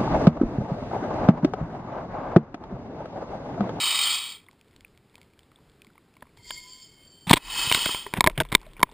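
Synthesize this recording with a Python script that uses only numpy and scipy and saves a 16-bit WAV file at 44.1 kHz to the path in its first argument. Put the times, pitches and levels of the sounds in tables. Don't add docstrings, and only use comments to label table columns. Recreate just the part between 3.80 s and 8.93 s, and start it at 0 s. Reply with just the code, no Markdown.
import sys
import numpy as np
from scipy import signal
from scipy.fft import rfft, irfft
from scipy.io import wavfile
from scipy.ndimage import uniform_filter1d

SR = 44100
rng = np.random.default_rng(int(sys.argv[2]) if len(sys.argv) > 2 else 0)


def generate_wav(sig):
    pcm = np.round(np.clip(np.atleast_2d(sig).T, -1, 1) * 32767).astype(np.int16)
    wavfile.write(sys.argv[1], SR, pcm)


def gain_from_db(level_db):
    decades = np.asarray(level_db, float) / 20
    return 10 ** decades


N = 226409

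# time_s, level_db
SPRAY_VIGOUR = [
    [(0.0, -24), (0.114, -23), (0.2, -23.5), (0.284, -23.5), (0.352, -25), (0.39, -30), (0.45, -36),
     (0.52, -39), (0.558, -47), (0.66, -77)],
    [(3.585, -58), (3.643, -45.5), (3.687, -37), (3.791, -25.5), (3.893, -27.5), (3.951, -25.5),
     (4.103, -28.5), (4.151, -33.5), (4.335, -57)],
]
# pitch_hz, width_hz, level_db
SPRAY_BRIGHT_EARLY = [(3770, 190, -3), (4430, 300, -5.5), (5020, 220, -8.5), (5400, 200, -20),
                      (5900, 900, -25)]
SPRAY_BRIGHT_LATE = [(3820, 220, -5), (4426, 130, 0.5), (4940, 200, -8), (5350, 260, -10),
                     (4500, 2100, -13.5), (5900, 800, -22)]
# pitch_hz, width_hz, level_db
SPRAY_CENTRE_EARLY = [(736, 240, -26.5), (1100, 700, -2), (1400, 200, -6), (1710, 150, -10),
                      (2020, 150, -1), (2300, 200, 4), (2530, 200, 3)]
SPRAY_CENTRE_LATE = [(980, 325, -2), (1364, 95, -5), (1920, 970, -7), (2580, 110, 2.5)]
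# level_db at full spray, share of the vigour followed, sag_db_per_s
SPRAY_MIDDLE_PART = [(-31, 0.74, 9.5), (-31, 0.9, 2)]
SPRAY_LOW_PART = [(-43, .4, 30), (-36, 1.2, 1.4)]
# pitch_hz at first, climb_share, width_hz, level_db,
# others_db (level of the other modes)
TUBE_MODE = [(3070, .06, 320, -5, -3), (3036, 0.044, 326, -4.5, -4.5)]
# pitch_hz, level_db
AIR_COLOUR = [(35, -47.5), (60, -1.5), (134, 2.5), (250, -1.5), (410, -2), (560, -10), (4960, -22),
              (5900, -31), (7670, -75.5)]
# start_s, rumble_db, drain_db_per_s
PORT_SOAKINGS = [
    (2.58, -57, 31.5),
    (3.62, -45, 22),
    (4.36, -38, 26),
]
# start_s, peak_db, pitch_hz, tick_db
NEAR_DRIPS = [(0.6642, -47, 3500, -77), (0.6853, -39.5, 2100, -77), (0.712, -60, 2400, -57),
              (0.7301, -52, 860, -63), (0.812, -53, 2420, -57), (0.9626, -47, 3080, -51.5),
              (1.0075, -48, 2270, -52), (1.0475, -33.5, 2470, -60), (1.1754, -60, 2350, -54),
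              (1.3548, -40.5, 2500, -45.5), (1.3806, -48, 940, -58), (1.415, -47, 2220, -53),
              (1.5916, -45.5, 3120, -57.5), (1.632, -49.5, 3430, -59.5), (1.7162, -49, 1270, -63),
              (1.7588, -44.5, 3500, -74.5), (1.7866, -51, 960, -79), (1.8975, -60, 1960, -59),
              (2.0187, -42.5, 2420, -51), (2.0466, -49, 1080, -56), (2.068, -46, 2190, -60),
              (2.1015, -50, 1450, -75), (2.154, -48, 900, -84), (2.1788, -45, 1146, -70.5),
              (2.3392, -53, 2640, -65), (2.3669, -45, 1040, -60), (2.4077, -50, 3500, -62),
              (2.4228, -32.5, 934, -58), (2.4542, -50.5, 1060, -78), (2.4921, -56, 2240, -77)]
# start_s, peak_db, pitch_hz, tick_db
SECOND_DRIPS = [(4.515, -46, 2300, -58), (4.634, -39, 3500, -52), (4.657, -48, 953, -59),
                (4.688, -42, 3450, -62), (4.703, -52, 3600, -57), (4.769, -48, 2150, -58),
                (4.78, -48, 1017, -68), (4.798, -51, 2160, -60), (4.815, -44.5, 920, -53.5),
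                (4.83, -44, 1000, -60.5), (4.889, -56, 3100, -66), (4.911, -52, 3400, -71),
                (4.934, -52, 1000, -54.5), (4.977, -55, 3300, -62), (5.07, -46, 1000, -72),
                (4.966, -44, 960, -70), (4.431, -50, 2200, -58), (5.016, -46, 1900, -58),
                (4.8185, -52, 2600, -62), (4.556, -39.5, 2540, -69), (4.9665, -37, 2330, -64),
                (5.091, -38.5, 910, -74), (5.115, -46, 966, -58)]
# start_s, peak_db, pitch_hz,
# tick_db
FURTHER_DRIPS = [(.666, -54, 1030, -80), (.69, -47, 1055, -82), (.7925, -61, 2240, -68),
                 (.8454, -67, 1890, -71), (.858, -67, 1900, -75), (.8828, -63, 2300, -64),
                 (.9107, -60, 2190, -67), (.9302, -58, 2100, -74), (.938, -57, 1950, -70),
                 (1.0804, -66, 3300, -64), (1.1492, -58, 2150, -78), (1.16, -62, 3400, -72),
                 (1.183, -60, 2260, -81), (1.2969, -55, 3450, -71), (1.3263, -64, 2270, -70),
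                 (1.343, -54, 2300, -65), (1.343, -51, 960, -80), (1.384, -55, 1900, -80),
                 (1.43, -54, 2200, -62), (1.066, -66, 2300, -68), (1.366, -62, 2300, -68),
                 (1.502, -66, 2200, -68), (1.833, -66, 2000, -70), (1.918, -64, 2200, -67),
                 (1.936, -66, 3300, -70), (1.5353, -54.5, 2300, -65), (1.576, -58, 1610, -75),
                 (1.606, -62, 3200, -66), (1.718, -56.5, 2030, -81), (1.9848, -63.5, 2190, -77),
                 (2.074, -45.5, 220, -85), (2.133, -57, 3570, -74), (2.156, -51, 2150, -70),
                 (2.179, -45.5, 2150, -79.5), (2.26, -64, 3380, -80), (2.354, -58, 2800, -68),
                 (2.368, -47, 2170, -82), (2.468, -53, 2140, -72), (2.47, -52, 1050, -72),
                 (4.779, -51.5, 3700, -64), (4.8525, -46, 2420, -68), (5.085, -58.5, 3500, -79),
                 (5.098, -44, 3570, -67), (5.122, -40, 420, -75)]
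# start_s, peak_db, pitch_hz
WATER_POCKETS = [(2.573, -50, 880), (2.572, -46, 2000), (2.572, -52, 3600), (2.572, -52, 4450),
                 (4.995, -40, 3200), (4.995, -40, 400), (3.531, -13, 2200), (3.536, -16, 3050),
                 (2.4244, -34.5, 1750), (2.4242, -38, 610), (2.4243, -42, 233), (2.4239, -41.5, 1270),
                 (3.5005, -20.5, 1000), (3.509, -14.5, 3390), (3.531, -18, 3500), (3.538, -13.5, 3430),
                 (3.571, -22, 966), (3.571, -21, 2200), (3.575, -26, 3300), (4.7496, -23, 5290),
                 (5.0285, -16.5, 5220), (5.0298, -24.5, 4550), (4.578, -22.5, 3050), (4.61, -26, 2100),
                 (2.7087, -28.5, 1640), (2.7073, -22, 3150), (3.915, -22, 3130), (3.9252, -8, 2960),
                 (3.948, -15, 1470), (3.949, -11, 3010), (3.948, -13, 3320), (4.058, -21, 1464),
                 (4.059, -20.5, 635), (4.057, -17, 3200), (4.091, -22, 1290), (4.265, -30, 1900),
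                 (4.339, -21, 1750), (4.473, -10, 3590), (4.473, -12, 1605), (4.602, -9.5, 1570),
                 (4.731, -23, 2120), (4.9942, -34, 1500), (5.003, -37, 2870), (5.0307, -10, 1730)]
# pitch_hz, level_db, t60_s (time to fade by 60 dB)
HOUSING_MODES = [
    [(170, 0, .02), (280, -9, .02), (420, -3, .02), (625, -12, .02)],
    [(1000, 0, .019), (1350, -14, .008)],
    [(1650, -13, .007), (1900, -11, .006), (2215, 0, .009)],
    [(3200, -9, .005), (3650, 0, .007), (4350, -7, .004), (5250, -13, .003)],
]
HOUSING_ANSWER = [-8.5, 1.16, 2.3, 0.9]
SPATTER_UNDER = [-8, -5, -27, -23]
# start_s, peak_db, spread_ms, tilt_db per group, ring_db (extra 1 kHz ring)
DROP_SMACKS = [(2.4258, -47, 3, -5, 4), (2.706, -36, 0.86, 8, 12), (3.915, -10.5, 0.94, -3, -1.5),
               (3.9241, -19.5, 0.55, 10, 6), (3.9467, -19, 0.5, 9, 0), (3.948, -15, 0.47, 0, -3),
               (3.9744, -25.5, 0.81, -5, -15), (4.0599, -17, 1.75, -5, -8.5),
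               (4.0914, -25.5, 0.3, -5, -2.5), (4.147, -22, 0.26, -1, 1), (4.265, -36, 0.88, -7, 4.5),
               (4.3284, -43, 1.2, -10, -1), (4.3381, -15, 0.51, -0.8, -1.5), (4.407, -3.5, 1.27, 1, -0.5),
               (4.4416, -10.5, 0.3, -1.5, 3), (4.4631, -13, 1.3, -4, -1.5), (4.473, -2.5, 0.14, -2, -1.5),
               (4.4985, -27.5, 0.17, -3.5, -4), (4.5767, -24.5, 1.5, -3, -16),
               (4.602, -10.5, 0.3, -1, -0.5), (4.6509, -36, 0.55, -3.5, -2), (4.72, -26.5, 0.45, 4.5, -10),
               (4.7255, -20, 1.1, -1, 3), (4.7429, -29, 0.57, 3, -1), (4.7503, 2, 1.3, 2, -6.5),
               (4.8653, -46, 0.88, -1, -1), (4.995, -40, 1.1, -9, -3), (5.0028, -38, 2.1, -6, 6),
               (5.0142, -39, 1.2, -11, 7), (5.0294, -6.5, 2.5, -2, 4)]
# time_s, level_db
LEAK_FLOW = [(2.568, -61), (2.61, -64), (2.65, -53), (2.694, -43), (2.76, -44), (2.82, -49), (3.03, -52),
             (3.14, -63), (3.34, -65), (3.468, -67)]
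# pitch_hz, width_hz, level_db
NECK_RESONANCES = [(2100, 780, 0.5), (3200, 200, 17), (3660, 300, 1.5), (4600, 500, 9), (5150, 500, 3),
                   (5850, 900, -1)]
# final pitch_hz, flat_share at the start, wander_share, width_hz, level_db
BOTTLE_WHISTLES = [(1047, 0.1, .0015, 16.6, 3), (2182, 0.04, 0.0026, 19.7, 3),
                   (3120, 0.02, 0.0019, 40, 0.5), (4550, 0.015, 0.0023, 30, 1.5),
                   (4480, 0.01, 0.006, 70, -4), (4660, 0.015, 0.008, 80, -4), (5080, 0.02, 0.008, 60, -9),
                   (5320, 0.01, 0.003, 45, -13)]
# time_s, level_db
FIRST_WHISTLE = [(2.575, -72), (2.6, -59), (2.63, -68), (2.73, -63), (2.8, -63), (2.91, -62), (2.96, -70),
                 (3.01, -73), (3.05, -82)]
# time_s, level_db
SECOND_WHISTLE = [(2.572, -54), (2.62, -65), (2.7, -58), (2.765, -50), (2.85, -60), (2.9, -77),
                  (2.985, -61.5), (3.03, -75), (3.24, -72), (3.3, -85)]
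# start_s, length_s, level_db, crackle_db
JET_SLAPS = [(2.572, 0.005, -62, 2), (3.468, 0.046, -37.5, -2.5), (3.495, 0.0014, -33, 22.5),
             (3.5, 0.014, -23, -3.2), (3.5085, 0.005, -12.5, -2), (3.517, 0.021, -44.5, 8.5),
             (3.5296, 0.0089, -13, 3), (3.537, 0.0022, -30, 11), (3.537, 0.013, -42.5, 6),
             (3.557, 0.018, -37.5, 4), (3.567, 0.013, -32, -2.1), (3.577, .029, -55.5, -5)]
# start_s, length_s, level_db, crackle_db above that level
WATER_SHEETS = [(4.336, 0.054, -38, -7.5), (4.358, 0.012, -40, -8), (4.366, 0.018, -34, -10),
                (4.371, 0.014, -26, -10.5), (4.385, 0.0085, -36, -10), (4.395, 0.0069, -41.5, 0.5),
                (4.409, 0.026, -40.5, -6.5), (4.447, 0.0096, -29, -15), (4.463, 0.014, -21, -5),
                (4.498, 0.0155, -35.5, -19), (4.576, 0.018, -24.5, -13), (4.595, 0.0038, -43.5, -2),
                (4.602, 0.019, -17, -8), (4.718, 0.028, -28, -5.5), (4.73, 0.0086, -48, -14.5),
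                (5.028, 0.012, -33.5, -3)]
# start_s, peak_db, pitch_hz, t60_s
HOUSING_SHOVES = [(2.587, -49, 106, 0.081), (3.473, -23.5, 177.5, 0.087), (3.509, -5, 250, 0.009),
                  (3.537, -9, 309, 0.0024), (3.542, -30, 120, 0.051), (3.872, -27.5, 126, 0.04),
                  (5.015, -38, 200, 0.03), (4.38, -24.5, 198.5, 0.028), (4.384, -20, 141.7, 0.025),
                  (4.581, -21.5, 139, 0.14), (4.725, -25, 175, 0.016), (3.51, -8, 173, 0.0134),
                  (3.531, -13.5, 222, 0.012), (3.5092, -2, 1010, 0.008), (4.474, -19, 380, 0.03),
                  (3.535, -25, 29.7, 0.1), (4.263, -32.5, 404, 0.054), (4.472, -15, 627, 0.045),
                  (4.606, -19, 632, 0.035), (4.866, -42, 625, 0.05)]


def rms_one(x):
    return x / np.sqrt(np.mean(x ** 2) + 1e-20)


def since(s):
    return np.maximum(np.arange(N) / SR - s, 0)


def in_time(rows):
    s, db = np.transpose(rows)
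    return np.interp(np.arange(N) / SR, s, db, left=-300, right=-300)


def band(x, low_hz, high_hz):
    return signal.sosfilt(signal.butter(2, [low_hz, high_hz], "band", fs=SR, output="sos"), x)


def drift(rate_hz):
    sos = signal.butter(2, [rate_hz / 8, rate_hz], "band", fs=SR / 16, output="sos")
    slow = signal.sosfilt(sos, rng.standard_normal(N // 16 + 2))
    return np.interp(np.arange(N) / 16, np.arange(len(slow)), rms_one(slow))


def grains(per_s, spread_db):
    sizes = gain_from_db(spread_db * np.minimum(rng.exponential(1, N), 4)) * rng.choice([-1, 1], N)
    return rms_one(sizes * (rng.random(N) < per_s / SR))


def resonate(x, peaks, flicker_db, count=1):
    out = 0
    for k, (hz, width, db) in enumerate(peaks):
        r = np.exp(-np.pi * width / SR)
        rise = [1 - r * r, 0, r * r - 1]
        fall = [2, -4 * r * np.cos(2 * np.pi * hz / SR), 2 * r * r]
        top = x
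        for _ in range(count):
            top = signal.lfilter(rise, fall, top)
        out = out + (-1) ** k * gain_from_db(db + flicker_db * drift(31)) * top
    return rms_one(out)


def evened(x):
    return rms_one(x / (uniform_filter1d(x ** 2, size=250) + 1e-9) ** .35)


def ring(modes, spread_s, rough, length_s):
    t = np.arange(round(length_s * SR)) / SR
    contact = np.exp(-(t / spread_s) ** 2)
    swell = np.sin(np.pi / 2 * np.minimum(t / (0.27 * spread_s), 1)) ** 2
    uneven = 1 + rough * contact * uniform_filter1d(rng.standard_normal(len(t)), size=8)
    out = 0
    for (hz, db, t60), (turn, chance) in zip(modes, rng.random((len(modes), 2))):
        decay_db = -60 * np.maximum(t - spread_s, 0) / t60
        out = out + gain_from_db(db + 4 * chance + decay_db) * np.sin(2 * np.pi * (hz * t + turn))
    out = out * swell * uneven
    return out / np.max(np.abs(out))


def add(out, s, sound):
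    i = round(s * SR)
    out[i:i + len(sound)] += sound[:N - i]


def climbing(x, rows, share):
    start, end = rows[0][0], rows[-1][0]
    progress = np.minimum(since(start) / (end - start), 1) * (since(end) == 0)
    return np.interp(np.cumsum(1 + share * progress), np.arange(N), x)


def spray():
    full_spray_db = -25
    tube_swell_db_per_s = 9
    out = np.zeros(N)
    showers = [(SPRAY_BRIGHT_EARLY, SPRAY_CENTRE_EARLY), (SPRAY_BRIGHT_LATE, SPRAY_CENTRE_LATE)]
    for k, (bright, centre) in enumerate(showers):
        curve = SPRAY_VIGOUR[k]
        age, vigour_db = since(curve[0][0]), in_time(curve)
        part_gains = []
        for db, share, sag in (SPRAY_MIDDLE_PART[k], SPRAY_LOW_PART[k]):
            followed_db = np.clip(share, .3, 1.5) * (vigour_db - full_spray_db)
            part_gains.append(gain_from_db(db + followed_db - sag * age))
        middle_gain, low_gain = part_gains
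        rain = (grains(2500, 1.5) + 0.7 * rng.standard_normal(N)) * gain_from_db(0.6 * drift(120))
        hz, climb, width, db, others_db = TUBE_MODE[k]
        tube = climbing(resonate(rain, [(hz, width, 0)], flicker_db=.7, count=2), curve, climb)
        tube_gain = gain_from_db(db + tube_swell_db_per_s * np.minimum(age, 1))
        others = gain_from_db(others_db) * resonate(rain, bright, flicker_db=.7, count=2)
        out += gain_from_db(vigour_db) * (tube_gain * tube + others)
        out += middle_gain * resonate(rain, centre, flicker_db=.7, count=2)
        out += low_gain * gain_from_db(-9.0) * rms_one(band(rain, 120, 540))
    return out


def outdoors():
    air_db, wind_db, soak_attack_s = -62, -70, 0.066
    hz = np.maximum(np.arange(N // 2 + 1) * SR / N, 1)
    colour_hz, colour_db = np.transpose(AIR_COLOUR)
    colour = gain_from_db(np.interp(np.log(hz), np.log(colour_hz), colour_db))
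    coloured = irfft(rfft(rng.standard_normal(N)) * colour, N)
    air = rms_one(coloured) * gain_from_db(air_db + 1.5 + 0.8 * drift(4.3))
    soaked = np.zeros(N)
    for s, db, drain in PORT_SOAKINGS:
        soaked += np.minimum(since(s) / soak_attack_s, 1) * gain_from_db(db - drain * since(s))
    rumble = rms_one(band(rng.standard_normal(N), 12, 82)) * gain_from_db(wind_db + 2.5 * drift(2.8))
    rumble += rms_one(band(band(rng.standard_normal(N), 22, 44), 20, 48)) * soaked
    return air + rumble


def drips():
    out = np.zeros(N)
    for s, peak_db, hz, tick_db in list(NEAR_DRIPS) + list(SECOND_DRIPS) + list(FURTHER_DRIPS):
        blip = [(hz, 0, 16 / hz), (1012, -24, .012), (2230, -12, .007)]
        tick = [(2330, 2, 0.0035), (3300, 4.5, 0.0048), (4480, -1, 0.006), (5190, -2.5, 0.0028)]
        add(out, s, gain_from_db(peak_db - 1) * ring(blip, 0.002, rough=0.66, length_s=0.034))
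        add(out, s, gain_from_db(tick_db + 13.0) * ring(tick, 0.0006, rough=2.5, length_s=.01))
    return out


def pockets():
    out = np.zeros(N)
    for s, peak_db, hz in WATER_POCKETS:
        add(out, s, gain_from_db(peak_db) * ring([(hz, 0, 16 / hz)], 0.0018, rough=0.98, length_s=.04))
    return out


def smacks():
    push_db, push_s = -8.5, 0.0011
    out, t = np.zeros(N), np.arange(3000) / SR
    for s, peak_db, spread_ms, tilt_db, ring_db in DROP_SMACKS:
        group_db = peak_db + np.array(HOUSING_ANSWER) + tilt_db * np.linspace(-3 / 2, 3 / 2, 4)
        group_db = group_db + ring_db * np.array([0, 1, 0, 0])
        add(out, s, gain_from_db(group_db[0] + push_db) * t / push_s * np.exp(1 - t / push_s))
        specks = (rng.random(len(t)) < .04) * 3
        spatter = rng.standard_normal(len(t)) * (0.38 + specks) * np.minimum(t / 0.0018, 1)
        spread_s = 0.0011 * np.clip(spread_ms, .2, 3)
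        for modes, db, under_db in zip(HOUSING_MODES, group_db, SPATTER_UNDER):
            detuned = np.array(modes) * (1 + rng.normal(0, 1, (len(modes), 1)) * [.012, 0, 0])
            add(out, s, gain_from_db(db) * ring(detuned, spread_s, rough=1.6, length_s=.07))
            tail = rms_one(band(spatter, 0.59 * modes[0][0], 0.65 * modes[-1][0]))
            add(out, s, gain_from_db(db + under_db - 4600 * t) * tail)
    return out


def leak():
    start_s, settle_s, upper_swell_s = 2.57, 0.3, 0.15
    upper_db, calm_flow_db, break_up = -63, -42, 2.5
    clear_s, clear_swell_s = 3.2, .1
    steady_hz = 55
    flow_db, age = in_time(LEAK_FLOW), since(start_s)
    hiss = gain_from_db(flow_db)
    is_open = (flow_db > -100) * np.minimum(age / 0.05, 1)
    first = gain_from_db(in_time(FIRST_WHISTLE) + 0.8 * drift(9.7))
    second = gain_from_db(in_time(SECOND_WHISTLE) + 1.8 * drift(38))
    broken_db = break_up * np.maximum(flow_db - calm_flow_db, 0)
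    swell = np.minimum(age / upper_swell_s, 1) ** 2
    upper = is_open * swell * gain_from_db(upper_db - broken_db + 0.8 * drift(1.05))
    clear = upper * (0.3 + 0.7 * np.minimum(since(clear_s) / clear_swell_s, 1))
    breathy = [hiss * gain_from_db(3 * drift(18)) for _ in range(4)]
    flat = np.exp(-age / settle_s)
    flutter = 0.045 * flat ** 3 * drift(150)
    out = hiss * gain_from_db(-3.5) * resonate(rng.standard_normal(N), NECK_RESONANCES, flicker_db=.8, count=2)
    gains = [first, second, upper, clear] + breathy
    for (hz, share, wander, width, db), gain in zip(BOTTLE_WHISTLES, gains):
        pitch_hz = hz * (1 - share * flat + wander * drift(16) + flutter)
        phase = 2 * np.pi * np.cumsum(pitch_hz) / SR
        steady = steady_hz / width * (1 - 0.87 * flat)
        whistle = (steady + drift(width)) * np.sin(phase) + drift(width) * np.cos(phase)
        out += gain * gain_from_db(db) * rms_one(whistle)
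    return out


def splashes():
    jet_low_db, jet_fade_db, sheet_low_db, sheet_fade_db = -6, 2, -10, 22
    trickle_s, trickle_low_db, trickle_db, trickle_sag_db_per_s = 3.6, -59, -55, 4
    middle_peaks = [(620, 480, -3), (911, 300, 4.5), (1580, 1300, -4.0)]
    bright_peaks = [(2150, 930, -3), (3470, 1000, 2.5), (4400, 900, -5), (5300, 1800, -13)]
    patter_peaks = [(1000, 210, -0.5), (2160, 920, -5), (3500, 610, -9.5)]
    water = grains(3000, 3) + .6 * rng.standard_normal(N)
    low = evened(band(band(water, 70, 450), 55, 590))
    middle = evened(resonate(water, middle_peaks, flicker_db=-2.0, count=2))
    bright = evened(resonate(water, bright_peaks, flicker_db=-2.0, count=2))
    low_gain, middle_gain, bright_gain = np.zeros((3, N))
    rows = [(*row, jet_low_db, jet_fade_db) for row in JET_SLAPS]
    rows += [(*row, sheet_low_db, sheet_fade_db) for row in WATER_SHEETS]
    for s, length, middle_db, crackle_db, under_db, fade_db in rows:
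        t = np.arange(round((length + .03) * SR)) / SR
        shape = np.minimum(t / .0012, 1) * np.exp(-np.maximum(t - length, 0) / .0018)
        add(low_gain, s, gain_from_db(middle_db + under_db) * shape)
        add(middle_gain, s, gain_from_db(middle_db - 0.76 * fade_db * t / length) * shape)
        add(bright_gain, s, gain_from_db(middle_db + crackle_db - fade_db * t / length) * shape)
    wet = np.minimum(since(trickle_s) / 0.07, 1)
    film_low = wet * gain_from_db(trickle_low_db)
    film_upper = wet * gain_from_db(trickle_db - trickle_sag_db_per_s * since(trickle_s))
    patter = resonate(grains(390, 5.3) + 2.8 * water, patter_peaks, flicker_db=4.0)
    bursts = (low_gain + film_low) * low + middle_gain * middle + bright_gain * bright
    return bursts + film_upper * patter


def shoves():
    out = np.zeros(N)
    for s, peak_db, hz, t60 in HOUSING_SHOVES:
        add(out, s, gain_from_db(peak_db) * ring([(hz, 0, t60)], 0.0042, rough=0.067, length_s=.12))
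    return out


def scene():
    mid = spray() + outdoors() + drips() + pockets() + smacks() + leak() + splashes() + shoves()
    late = np.roll(mid, 40)
    side = gain_from_db(-24) * signal.lfilter([.01], [1, -.99], mid)
    side += gain_from_db(-45) * band(late, 300, 1500) * drift(300)
    side += gain_from_db(-45) * late * drift(300)
    return np.array([mid + side, mid - side])


def band_limit(x):
    return signal.sosfilt(signal.butter(12, 16500, fs=SR, output="sos"), x)


def record(dry):
    held_hz, full_hz = 12000, 48000
    dry = signal.sosfilt(signal.butter(1, 16, "high", fs=SR, output="sos"), dry)
    hard = dry / (1 + np.abs(dry) ** 8) ** (1 / 8)
    slow = signal.resample_poly(hard, 40, 147, axis=1)
    held = np.repeat(slow, full_hz // held_hz, axis=1)
    back = signal.resample_poly(held, 147, 160, axis=1)[:, :N]
    cut = signal.sosfilt(signal.ellip(8, .5, 32, 15330, fs=SR, output="sos"), back)
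    full = signal.sosfilt(signal.ellip(8, .2, 50, 16450, fs=SR, output="sos"), np.clip(cut, -1, 1))
    return band_limit(0.99 * full)


dry = scene()
out = record(dry)
generate_wav(out)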